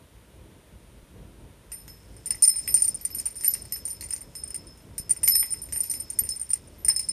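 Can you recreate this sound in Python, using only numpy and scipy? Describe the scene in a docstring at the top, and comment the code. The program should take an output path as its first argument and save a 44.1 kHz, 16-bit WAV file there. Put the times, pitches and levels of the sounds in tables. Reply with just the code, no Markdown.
"""Beads and discs shaken by hand

Strands of plastic beads and thin metal discs hang indoors; a hand gathers and shakes them close by.
Each contact clicks, knocks the hollow plastic and rings a disc, whose split modes beat until new touches choke them.
Tiny bead contacts rustle between, over a few soft low bumps and the hum of air and appliances in a small room.
Damped sines make the rings, filtered noise bursts the contacts; one microphone feeds both channels."""
import sys
import numpy as np
from scipy import signal
from scipy.fft import rfft, irfft, next_fast_len
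from scipy.io import wavfile
from scipy.ndimage import uniform_filter1d, map_coordinates

SR = 44100
rng = np.random.default_rng(int(sys.argv[2]) if len(sys.argv) > 2 else 0)


def master(y):
    """Save y as 16-bit WAV."""
    cut = np.clip(np.atleast_2d(y).T, -1, 1)
    pcm = np.round(cut * 32767)  # scale
    wavfile.write(sys.argv[1], SR, pcm.astype(np.int16))


N = 313992

# the clear contacts, levels before each layer's trim: (time [s], middle ring level [dB], middle ring t60 [s],
# low ring level [dB], high ring level [dB], click level [dB], knock level [dB])
CLEAR_CONTACTS = [(1.7181, -32, 0.25, -44.5, -44, -41, -41.5), (1.8791, -47.5, 0.21, -44, -51, -43, -48),
                  (2.1656, -42, 0.062, -55, -65, -53, -61), (2.2588, -24.5, 0.077, -49, -46, -36, -51),
                  (2.3064, -16, 0.05, -31, -48, -30, -35.5), (2.3455, -38.5, 0.17, -48, -58, -59, -44),
                  (2.4232, -8, 0.14, -29, -33, -24.5, -46), (2.4371, -8, 0.12, -25.5, -34, -30, -46),
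                  (2.4534, -16.5, 0.11, -32, -39, -29, -46), (2.4764, -7.5, 0.14, -26.5, -41, -28, -40.5),
                  (2.558, -21.5, 0.27, -39, -59, -45, -47), (2.587, -20.5, 0.09, -36, -56, -48, -50.5),
                  (2.6761, -23, 0.3, -32.5, -31.5, -42, -33.5), (2.7421, -8, 0.1, -32.5, -37, -25.5, -41),
                  (2.7734, -18, 0.1, -31.5, -43, -41, -51), (2.7997, -22, 0.11, -38, -41, -36.5, -48),
                  (2.821, -10, 0.048, -39, -39, -30, -51), (2.8317, -19, 0.1, -34, -44, -41, -57),
                  (2.8474, -15, 0.082, -50, -44, -39, -59), (2.8791, -11, 0.063, -37, -39, -31, -49),
                  (2.9442, -18, 0.062, -51, -49, -43, -63), (3.0111, -42, 0.19, -60, -43.5, -51, -64),
                  (3.051, -18.5, 0.061, -58, -42, -32.5, -48), (3.103, -46, 0.14, -41, -39, -54, -52),
                  (3.1474, -28, 0.26, -44, -38, -38, -48), (3.1845, -26.5, 0.08, -37, -45, -38, -49),
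                  (3.1984, -21.5, 0.051, -49, -44, -33, -45), (3.256, -16.5, 0.1, -42.5, -46, -36, -42),
                  (3.2684, -21, 0.059, -49, -41, -44, -42.5), (3.3034, -37, 0.14, -65, -57, -52, -58),
                  (3.3613, -34.5, 0.3, -47, -50, -47, -52), (3.409, -31, 0.16, -37.5, -51, -45, -49),
                  (3.4363, -28, 0.11, -45, -34, -36, -38), (3.4453, -16, 0.1, -51, -33, -28, -37),
                  (3.4538, -16.5, 0.078, -35, -32, -36, -51), (3.4784, -30, 0.072, -40, -14.5, -34, -44),
                  (3.5084, -31, 0.12, -37, -32, -36, -52), (3.5369, -20, 0.063, -34, -39, -30.5, -42),
                  (3.5494, -35, 0.15, -42, -41, -57, -41.5), (3.62, -28, 0.034, -48, -59, -48, -59),
                  (3.6526, -38, 0.047, -50, -64, -48, -50), (3.7225, -20, 0.093, -33, -31.5, -34, -42.5),
                  (3.7623, -29, 0.058, -48, -36.5, -38, -43),
                  (3.8532, -21.5, 0.079, -49, -50.5, -38, -53.5), (3.878, -30.5, 0.16, -54, -41, -45, -51),
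                  (3.9034, -26, 0.13, -50, -43.5, -40, -52.5), (4.0092, -27, 0.045, -44, -44.5, -30.5, -46),
                  (4.0244, -31.5, 0.086, -52, -54.5, -49, -43), (4.0381, -30, 0.089, -49, -55, -42, -52),
                  (4.058, -29.5, 0.053, -56, -60, -55, -60), (4.087, -40, 0.056, -48, -61, -42, -55),
                  (4.1065, -20.5, 0.065, -40, -53, -37, -43.5), (4.1274, -30, 0.1, -33, -49, -36, -43),
                  (4.1349, -17.5, 0.05, -51, -45, -44, -43), (4.1749, -40, 0.087, -54, -50, -59, -54),
                  (4.2077, -37, 0.073, -58, -53, -51, -63), (4.3523, -32.5, 0.2, -36.5, -48, -40, -49),
                  (4.436, -19.5, 0.04, -42.5, -61.5, -53, -53.5),
                  (4.5046, -28.5, 0.035, -43, -60.5, -46, -49),
                  (4.5441, -22.5, 0.085, -45, -65, -36.5, -45.5),
                  (4.6678, -42, 0.083, -44.5, -67, -62, -68), (4.775, -50.5, 0.1, -53, -66, -56.5, -65),
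                  (4.818, -61, 0.1, -74.5, -64, -72, -67), (4.9806, -21, 0.088, -39, -38.5, -34.5, -42.5),
                  (5.0944, -14, 0.033, -41, -51, -37.5, -45), (5.1083, -5.5, 0.045, -54, -44, -30, -45),
                  (5.1394, -52, 0.053, -72, -57, -61, -52), (5.232, -16, 0.25, -35, -34, -33, -32.5),
                  (5.2773, -18.5, 0.17, -25, -15, -20, -29.5), (5.3103, -25.5, 0.3, -21, -29, -45, -56),
                  (5.353, -15.5, 0.15, -23, -22.5, -29, -34.5), (5.3941, -14, 0.15, -26.5, -25, -35, -59),
                  (5.4599, -33, 0.1, -38, -44, -44, -54.5), (5.5054, -27, 0.12, -39, -50, -53, -56),
                  (5.5231, -15.5, 0.082, -41, -44, -41, -54), (5.5408, -36, 0.069, -37, -45, -54, -44),
                  (5.6173, -31.5, 0.18, -47.5, -47, -51, -66), (5.688, -55, 0.11, -45, -53, -51, -51),
                  (5.724, -23.5, 0.3, -48, -41, -30.5, -39.5),
                  (5.7593, -21.5, 0.13, -33.5, -35, -55, -40.5), (5.7738, -20.5, 0.054, -52, -32, -43, -53),
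                  (5.8045, -12, 0.052, -40, -41, -39, -52), (5.8536, -33, 0.17, -41, -40, -47, -59),
                  (5.897, -18, 0.1, -37, -40, -50, -49), (5.9125, -18, 0.079, -42, -41, -30.5, -48),
                  (5.9376, -27, 0.15, -34.5, -36, -34, -40.5), (5.9999, -22, 0.087, -39.5, -43, -44, -52),
                  (6.1015, -21, 0.04, -53, -46, -37, -50),
                  (6.1883, -15.5, 0.066, -40.5, -20.5, -29.5, -38.5),
                  (6.2356, -24, 0.11, -65, -47, -50, -49.5), (6.2495, -26, 0.097, -46, -47, -43, -60),
                  (6.2903, -21.5, 0.13, -30, -44, -32.5, -52), (6.3615, -28, 0.072, -66, -62, -53, -57),
                  (6.414, -23, 0.11, -57, -61, -48, -49), (6.4918, -30, 0.071, -50, -52, -57, -58),
                  (6.5036, -18.5, 0.08, -48, -48, -35.5, -45), (6.5326, -11.5, 0.07, -32, -44, -32, -43),
                  (6.5434, -25, 0.062, -62, -63, -46, -65), (6.6727, -41.5, 0.068, -77, -73, -66, -69),
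                  (6.783, -58, 0.24, -77, -49, -74, -70), (6.8476, -14.5, 0.069, -37.5, -41, -36, -43),
                  (6.883, -7, 0.085, -24.5, -31, -30, -38), (6.8974, -19, 0.12, -21.5, -44, -43, -33),
                  (6.9187, -25, 0.13, -40, -47, -43, -59), (6.9623, -11.5, 0.049, -28.5, -52, -35, -43),
                  (7.0113, -32, 0.17, -36.5, -61, -62, -51.5), (7.0873, -16.5, 0.089, -30, -53, -43, -52)]
# colour of hard bead contact: (frequency [Hz], relative level [dB])
CLICK_SPECTRUM = [(2500, -48.5), (4000, -10), (5000, -1), (8000, -2.5), (10500, -4.5), (13500, -1.5),
                  (14300, -10.5), (14600, -28), (15400, -37.5)]


def amp(db):
    """Decibels to linear amplitude."""
    return 10 ** (np.asarray(db) / 20)


def unit(x):
    """Scale to an rms of one."""
    return x / np.sqrt(np.mean(x ** 2) + 1e-20)


def along(points, hz):
    """Read a (frequency, value) curve on a log frequency axis."""
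    f, v = np.transpose(points)
    return np.interp(np.log(hz + 1), np.log(f + 1), v)


def curve(rows):
    """Turn (time, value) points into one value per sample."""
    return np.interp(np.arange(N) / SR, *np.transpose(rows))


def wobble(rate):
    """A smooth random curve, rate knots a second."""
    knots = rng.standard_normal(int(N * rate / SR) + 4)
    return map_coordinates(knots, [np.arange(N) * rate / SR])


def filtered(x, response):
    """Shape x by a real or complex response of frequency."""
    m = next_fast_len(N + SR // 2)
    return irfft(rfft(x, m) * response(np.fft.rfftfreq(m, 1 / SR)), m)[..., :N]


def whine():
    """Steady electric tones, each swaying slightly in level."""
    # (frequency [Hz], level before a 7 dB lift [dB])
    whine_tones = [(9373, -73.5), (12511, -85.5)]
    t = np.arange(N) / SR
    return sum(amp(db + 7 + .8 * wobble(20)) * np.sin(2 * np.pi * hz * t) for hz, db in whine_tones)


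def air():
    """Room air and far appliances: one noise split into a lumpy rumble, a murmur of moving air and hiss."""
    # noise colour: (frequency [Hz], relative level [dB])
    air_spectrum = [(12, -40), (33, -14), (50, 3), (75, -1), (259, -12.5), (330, -13), (640, -19.5),
                    (778, -28.5), (930, -22.5), (1110, -28.5), (3700, -33.5), (4290, -38), (9500, -41),
                    (14250, -41), (14500, -100)]
    # slow swell of rumble and murmur: (time [s], level [dB])
    air_swell = [(0, -51.5), (1.7, -49.5), (2.0, -52), (2.5, -51.5), (7.12, -50.5)]
    noise = unit(filtered(rng.standard_normal(N), lambda hz: amp(along(air_spectrum, hz))))
    rumble = filtered(noise, lambda hz: 1 / (1 + (hz / 180) ** 2))
    low = filtered(noise, lambda hz: 1 / (1 + (hz / 800) ** 2))
    murmur, hiss = low - rumble, noise - low
    lumps = wobble(12)
    moving = rumble * amp(2.4 * lumps) + murmur * amp(1.5 * lumps + 2.2 * wobble(9))
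    return amp(curve(air_swell) + 2.45 * wobble(11)) * moving + amp(-47.5) * hiss + whine()


def bumps():
    """Soft low bumps: one push and its rebound."""
    # (time [s], level before a 4.5 dB lift [dB])
    bump_times = [(1.029, -36), (3.53, -39), (4.999, -29), (6.22, -32), (6.502, -38)]
    push_s = 0.0021  # time scale; the push turns into rebound after twice this
    out, u = np.zeros(N + SR), np.arange(SR // 10) / SR / push_s
    for s, db in bump_times:
        out[round(s * SR):][:len(u)] -= amp(db + 4.5) * u * (2 - u) * np.exp(-u)
    return out[:N]


def pings(count, hz, spread, cycles):
    """Rows of short damped sines, each of its own pitch and life."""
    chance, t = rng.standard_normal((count, 2, 1)), np.arange(256) / SR
    f = np.clip(hz * np.exp(spread * chance[:, 0]), 500, 14000)
    life_cycles = cycles * np.exp(.35 * chance[:, 1])
    return np.sin(2 * np.pi * f * t) * np.exp(-t * f / life_cycles)


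def resonance(f, centre, width, db):
    """Complex response of one damped resonance, strongest at its centre."""
    return amp(db) * 1j * f * width / (centre * centre - f * f + 1j * f * width)


def hollow(f):
    """Resonances of hollow beads and cupped hand, added with alternating sign."""
    # (frequency [Hz], width [Hz], level [dB])
    knock_modes = [(870, 100, -4.5), (2022, 320, 5), (2475, 543, 4.5), (2840, 670, 1.5)]
    return sum((-1) ** k * resonance(f, *mode) for k, mode in enumerate(knock_modes))


def rustle(spread_db=0.5, ring_db=-6, knock_db=-7, count=7000):
    """Beads sliding on their strings: many tiny ticks of uneven size and pitch that also set the discs humming."""
    # (time [s], level before a 4.4 dB lift [dB])
    rustle_level = [(1.6, -74.5), (2.32, -66.5), (2.64, -55), (3.0, -61), (3.57, -58), (4.29, -68),
                    (4.64, -68.5), (4.78, -73), (5.0, -73.5), (5.29, -59), (5.64, -63.5), (5.89, -57),
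                    (6.03, -64), (6.41, -61), (6.58, -68), (6.89, -71), (7.01, -58.5), (7.12, -58)]
    # all discs together, lightly brushed: (frequency [Hz], width [Hz], level [dB])
    hum_modes = [(5300, 110, 14), (8970, 450, 14.5), (11830, 80, 14)]
    grains = pings(count=count, hz=7430, spread=.55, cycles=2.4)
    grains = grains * amp(spread_db * rng.standard_normal((count, 1)))
    where = rng.integers(0, N, (count, 1)) + np.arange(grains.shape[1])
    ticks = unit(np.bincount(where.ravel(), grains.ravel())[:N]) + 0.13 * rng.standard_normal(N)
    # all but silent until the rustle sets in at 1.7 s
    level = np.where(np.arange(N) / SR < 1.7, -120, curve(rustle_level))
    ticks = ticks * amp(level + 4.4)

    def colour(f):
        hum = sum(resonance(f, *mode) for mode in hum_modes)
        return amp(along(CLICK_SPECTRUM, f)) + amp(knock_db) * hollow(f) + amp(ring_db) * hum

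    return filtered(ticks, colour)


def contacts(count=70):
    """The clear contacts, and light chance rebounds that trail them."""
    # a rebound's low ring, high ring, click and knock: (level against its middle ring [dB])
    brush_parts = [-27.5, -21.5, -14, -24]
    brush_db, scatter_db = -15.5, 5.5  # middle ring against the contact it follows, and its spread
    brush_t60, delay_s = 0.066, 0.027  # s; mean wait on top of the first 8 ms
    parent = np.array(CLEAR_CONTACTS)[rng.integers(0, len(CLEAR_CONTACTS), count)]
    s = np.minimum(parent[:, 0] + .008 + delay_s * rng.exponential(size=count), N / SR)
    chance = scatter_db * rng.standard_normal((count, 1 + len(brush_parts)))
    db = parent[:, 1] + brush_db + chance[:, 0]
    parts = db[:, None] + brush_parts + chance[:, 1:]
    rebounds = np.column_stack([s, db, np.full(count, brush_t60), parts])
    return list(CLEAR_CONTACTS) + list(rebounds)


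def clicks(rows):
    """The hard contact: a crack coloured by the bead that is hit, a short rattle, a knock in the plastic."""
    crack, blows, t = np.zeros(N + SR), np.zeros(N + SR), np.arange(SR // 16) / SR
    for s, *_, click_db, knock_db in rows:
        puff = rng.standard_normal((3, len(t)))
        bright = pings(count=3, hz=9300, spread=0.37, cycles=7.7).sum(0)
        dull = pings(count=2, hz=2450, spread=0.31, cycles=1.0).sum(0)
        snap = puff[0] * amp(-60 * t / 0.0042)
        thud = puff[1] * amp(-60 * t / 0.012)
        # neighbours chatter in clumps
        clumps_db = 26 * uniform_filter1d(puff[1], size=49)
        rattle = puff[2] * amp(-60 * t / 0.11 + clumps_db)
        bead_snap = 0.94 * snap + 0.14 * np.convolve(snap, bright)[:len(t)]
        bead_thud = 0.73 * thud + 0.039 * np.convolve(thud, dull)[:len(t)]
        at = round(s * SR)
        crack[at:][:len(t)] += amp(click_db + 8.0) * (bead_snap + amp(-12.0) * rattle)
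        blows[at:][:len(t)] += amp(knock_db + 15) * (bead_thud + amp(-17) * rattle)
    cracks = filtered(crack[:N], lambda hz: amp(along(CLICK_SPECTRUM, hz)))
    return cracks + filtered(blows[:N], hollow)


def rings(rows, scatter_db=1.27):
    """Every contact rings a disc's close mode pairs, which beat; each later clear contact chokes some of it."""
    # (frequency, or for family 1 offset from the disc's pitch [Hz], level [dB],
    # t60 as a multiple of its family's, family: 0 low, 1 middle, 2 high)
    disc_modes = [(5215, 0, 1, 0), (5277, -7, 1, 0), (0, 0, 1, 1), (55, -13, 1.2, 1), (11768, -8, 1.5, 2),
                  (11855, 0, 1.5, 2)]
    # weak disc modes: (frequency [Hz], level against the middle ring [dB], t60 [s])
    overtones = [(6620, -47.5, .06), (6970, -37, 0.058), (11900, -36.5, 0.12), (12500, -38.5, 0.11)]
    # what a later touch takes from the low, middle and high ring: (loss [dB])
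    choke_db = [57, 21, 15]
    # how far brushing strings and neighbours unsettle each ring's phase: (depth [rad])
    flutter = [.6, 1.1, .85]
    # each ring's beam swinging past the listener: (depth [dB], changes a second [1/s])
    twist = [(3, 43), (1.6, 120), (2.1, 80)]
    pitch_hz, pitch_scatter_hz = 9059, 45  # the middle ring moves with how the disc hangs
    low_t60 = 0.42  # s; the low ring hangs on however the disc is held

    out, t = np.zeros((len(choke_db), N + SR)), np.arange(SR // 3) / SR
    times = np.array([row[0] for row in CLEAR_CONTACTS])
    family = np.array([int(row[-1]) for row in disc_modes] + [1] * len(overtones))
    member = 1. * (np.arange(len(choke_db))[:, None] == family)  # sums modes into families
    wander = np.pad([rad * wobble(130) for rad in flutter], [(0, 0), (0, SR)])
    for s, db, t60, low_db, high_db, click_db, _ in rows:
        at = round(s * SR)
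        chance = rng.standard_normal((2, len(family), 1))
        pitch = pitch_hz + pitch_scatter_hz * rng.standard_normal()
        t60 = np.clip(t60, .02, .6)
        # each family's level is set against the middle ring
        base_hz = (0, pitch, 0)
        lift_db = (low_db - db - 2.5, 0, high_db - db + 2)
        base_t60 = (low_t60, t60, t60)
        modes = [(f + base_hz[int(k)], level + lift_db[int(k)], base_t60[int(k)] * longer)
                 for f, level, longer, k in disc_modes]
        f, level, life = np.transpose(modes + list(overtones))[..., None]
        # low and high modes are pushed on in step; the middle ones, shifted by how the disc is held, start afresh
        start = np.where(family[:, None] == 1, chance[0], f * s)
        phase = 2 * np.pi * (f * t + start) + wander[family, at:][:, :len(t)]
        # count later clear contacts, each easing in over about 2 ms
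        touches = uniform_filter1d(np.searchsorted(times, s + t) * 1., size=96)
        touches = np.clip(touches - np.searchsorted(times, s + .001), 0, None)
        fading = 60 * t / life + np.take(choke_db, family)[:, None] * touches
        # a glancing touch clicks little and swells slowly
        rise_s = .0005 + .0003 * amp(-.8 * (click_db - db + 28))
        size = amp(db + 0.5 + level + scatter_db * chance[1] - fading)
        ring = size * np.sin(phase) * (1 - np.exp(-t / rise_s))
        out[:, at:][:, :len(t)] += member @ ring
    # a disc twisting on its string beams each mode towards and away from the listener
    return sum(amp(db * wobble(rate)) * part[:N] for (db, rate), part in zip(twist, out))


def room(x):
    """Small-room echo: a noise tail in which each frequency dies at its own speed."""
    # (frequency [Hz], t60 [s])
    room_t60 = [(500, 0.17), (3000, 0.2), (9000, 0.11), (14000, 0.064)]
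    hz, t, z = signal.stft(rng.standard_normal(SR // 2), SR, nperseg=256)
    decay = amp(-60 * t / along(room_t60, hz)[:, None])
    tail = signal.istft(z * decay, SR, nperseg=256)[1]
    delayed = np.pad(x, (130, 0))  # 3 ms before the echo starts
    return signal.fftconvolve(delayed, tail / np.linalg.norm(tail))[:N]


def scene():
    """Beads and discs close by, their echo, the room's air and low bumps, alike in both channels."""
    rows = contacts()
    hits, tones = clicks(rows) + rustle(), rings(rows)
    echo = room(amp(-8.5) * hits + amp(-16.0) * tones)
    mono = hits + tones + echo + air() + bumps()
    return np.array([mono, mono])


def record(dry):
    """Remove everything above the microphone's band limit."""
    top_hz = 15420
    return filtered(dry, lambda hz: hz < top_hz)


dry = scene()
out = record(dry)
master(out)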